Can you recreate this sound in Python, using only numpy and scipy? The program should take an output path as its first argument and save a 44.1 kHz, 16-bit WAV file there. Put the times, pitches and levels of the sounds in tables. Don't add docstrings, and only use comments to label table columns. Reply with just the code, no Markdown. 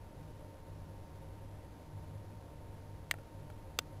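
import sys
import numpy as np
from scipy import signal
from scipy.fft import rfft, irfft
from scipy.io import wavfile

SR = 44100
rng = np.random.default_rng(int(sys.argv[2]) if len(sys.argv) > 2 else 0)


def generate_wav(signal):
    frames = np.transpose(np.atleast_2d(signal))
    scaled = np.clip(frames, -1, 1) * 32767
    pcm = np.round(scaled).astype(np.int16)
    wavfile.write(sys.argv[1], SR, pcm)


N = 176400


# (frequency [Hz], relative density [dB])
RUSH_SPECTRUM = [(10, -5), (35, -3.5), (55, -1.5), (85, -3), (125, -14.5), (220, -14.5), (290, -12),
                 (400, -17), (520, -15.5), (670, -20), (770, -18.5), (860, -23.5), (1060, -24.5),
                 (1170, -27.5), (1900, -31.5), (2500, -36.5), (5400, -43.5)]
# (frequency [Hz], width [Hz], level [dB])
HOUSING_MODES = [(193.7, 28, -69.5), (442.4, 46, -75), (539.2, 43, -67.5), (602.3, 24, -71),
                 (902.6, 35, -74)]

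def flame(rush_db=-53, flicker_db=0.48, flicker_hz=16):
    hz, db = np.transpose(RUSH_SPECTRUM)
    rush = amp(rush_db) * noise(lambda f: amp(np.interp(np.log(f + 1), np.log(hz), db)))
    housing = sum(amp(level) * ringing(f, width) for f, width, level in HOUSING_MODES)
    return (rush + housing) * amp(flicker_db * drift(flicker_hz))


# (frequency [Hz], width [Hz], level [dB])
CHAMBER_MODES = [(99, 23, -54), (150.4, 32, -59.5)]
# (time [s], relative level [dB])
BOOM_SURGES = [(0.0, -56), (0.04, -54.5), (0.14, -58), (0.18, -47), (0.65, -60), (0.7, -50), (1.11, -57),
               (1.14, -52.5), (1.66, -52.5), (1.82, -58), (1.89, -51), (2.17, -48.5), (2.32, -58.5),
               (2.37, -46), (2.44, -55.5), (2.67, -52.5), (2.74, -53.5), (2.78, -54.5), (3.23, -51.5),
               (3.29, -67), (3.33, -54), (3.52, -46.5), (3.55, -58.5), (4.0, -52)]

def chamber_boom(surge_depth=0.95, steadiness=0.41):
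    times, db = np.transpose(BOOM_SURGES)
    surge = amp(surge_depth * np.interp(np.arange(N) / SR, times, db - db.mean()))
    out = np.zeros(N)
    for hz, width, level in CHAMBER_MODES:
        boom = ringing(hz, width)
        envelope = abs(signal.hilbert(boom)) + 0.22
        steadied = boom / envelope ** steadiness
        out += amp(level) * unit(surge * steadied)
    return out


# (frequency [Hz], t60 [s], gain when dull [dB], gain when bright [dB])
PART_MODES = [(350, 0.021, -46, -18), (500, 0.022, -34, -6.5), (691, 0.025, -20.5, -17),
              (1214, .012, -21, -3.5), (1500, 0.016, -13, -9), (1820, 0.018, 0.5, -35),
              (2030, 0.011, 1, -11.5), (2296, 0.015, -7, -13), (2780, 0.015, -8, -10.5),
              (3170, 0.024, -19.5, -22), (3520, 0.013, -15, -1.5), (3740, 0.0058, -17, -18),
              (3980, 0.012, -14, -25), (4800, 0.017, -24, -6), (5120, 0.017, -25, -7)]
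# (frequency [Hz], t60 [s], gain [dB])
BODY_MODES = [(643, 0.028, -1.5), (780, 0.017, 1), (1390, 0.021, 0)]

def click(db, brightness, knock_db, snap_db=-5.5, rise_s=0.00023):
    t = np.arange(SR // 20) / SR
    ring = np.zeros(len(t))
    for k, (hz, t60, dull_db, bright_db) in enumerate(PART_MODES):
        mode_db = dull_db + brightness * (bright_db - dull_db)
        polarity = (-1) ** (k + 1)
        ring += polarity * amp(mode_db - 60 * t / t60) * np.sin(2 * np.pi * hz * t)
    snap = amp(snap_db) * burst(t, t60=0.017)
    knock = sum(amp(gain - 60 * t / t60) * np.cos(2 * np.pi * hz * t) for hz, t60, gain in BODY_MODES)
    attack = np.minimum(t / rise_s, 1)
    return attack * (amp(db) * (ring + snap) + amp(knock_db) * knock)


# (time [s], ring and snap gain [dB], brightness [0-1], knock gain [dB])
CLOSE_CLICKS = [(3.1110, -16.5, 0.17, -40.5), (3.1399, -46.5, 0.03, -42), (3.1858, -56, 0.3, -50),
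                (3.5014, -60, 0.5, -49), (3.7886, -17.5, 0.84, -40)]

def close_clicks(rustle_s=3.5015, rustle_db=-59):
    out = np.zeros(N)
    for start_s, db, brightness, knock_db in CLOSE_CLICKS:
        add(out, start_s, click(db, brightness, knock_db))
    rustle = burst(np.arange(SR // 10) / SR, t60=0.15)
    add(out, rustle_s, amp(rustle_db) * rustle)
    return out


# (frequency [Hz], level [dB])
BLOWER_TONES = [(100, -65), (301.5, -68), (902, -78), (920.5, -67.5), (1023, -78)]

def blower(waver_depth=0.0015, waver_hz=5.3):
    clock = np.cumsum(1 + waver_depth * drift(waver_hz)) / SR
    return sum(amp(db) * np.sqrt(2) * np.sin(2 * np.pi * (hz * clock + rng.random()))
               for hz, db in BLOWER_TONES)


def room(direct, scatter_db=-24.5, t60=0.045):
    t = np.arange(SR // 4) / SR
    tail = rng.standard_normal(len(t)) * amp(-60 * t / t60)
    scatter = signal.fftconvolve(direct, tail / np.linalg.norm(tail))[:N]
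    return direct + amp(scatter_db) * scatter


def amp(db):
    return 10 ** (np.asarray(db) / 20)


def unit(x):
    return x / np.sqrt(np.mean(abs(x) ** 2) + 1e-30)


def noise(shape):
    white = rfft(rng.standard_normal(N))
    return unit(irfft(white * shape(np.fft.rfftfreq(N, 1 / SR)), N))


def drift(rate_hz):
    return noise(lambda f: 1 / (1 + (f / rate_hz) ** 4))


def ringing(hz, width):
    return noise(lambda f: 1 / (1 + (2 * (f - hz) / width) ** 2) ** 2)


def burst(t, t60, low_cut_hz=600):
    b, a = signal.butter(2, low_cut_hz, "high", fs=SR)
    return signal.lfilter(b, a, amp(-60 * t / t60) * rng.standard_normal(len(t)))


def add(mix, start_s, sound):
    part = mix[round(start_s * SR):][:len(sound)]
    part += sound[:len(part)]


def scene():
    burner = flame() + chamber_boom() + blower()
    return (burner + room(close_clicks()))[None]


def record(dry, hold_samples=4, hiss_db=-72, band_limit_hz=15600):
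    coarse = signal.resample_poly(dry[0], 1, hold_samples)
    microphone_hiss = amp(hiss_db) * rng.standard_normal(len(coarse))
    held = np.repeat(coarse + microphone_hiss, hold_samples)[:N]
    lowpass = signal.firwin(511, band_limit_hz, window=("kaiser", 9), fs=SR)
    return signal.oaconvolve(held, lowpass, "same")[None]


dry = scene()
out = record(dry)
generate_wav(out)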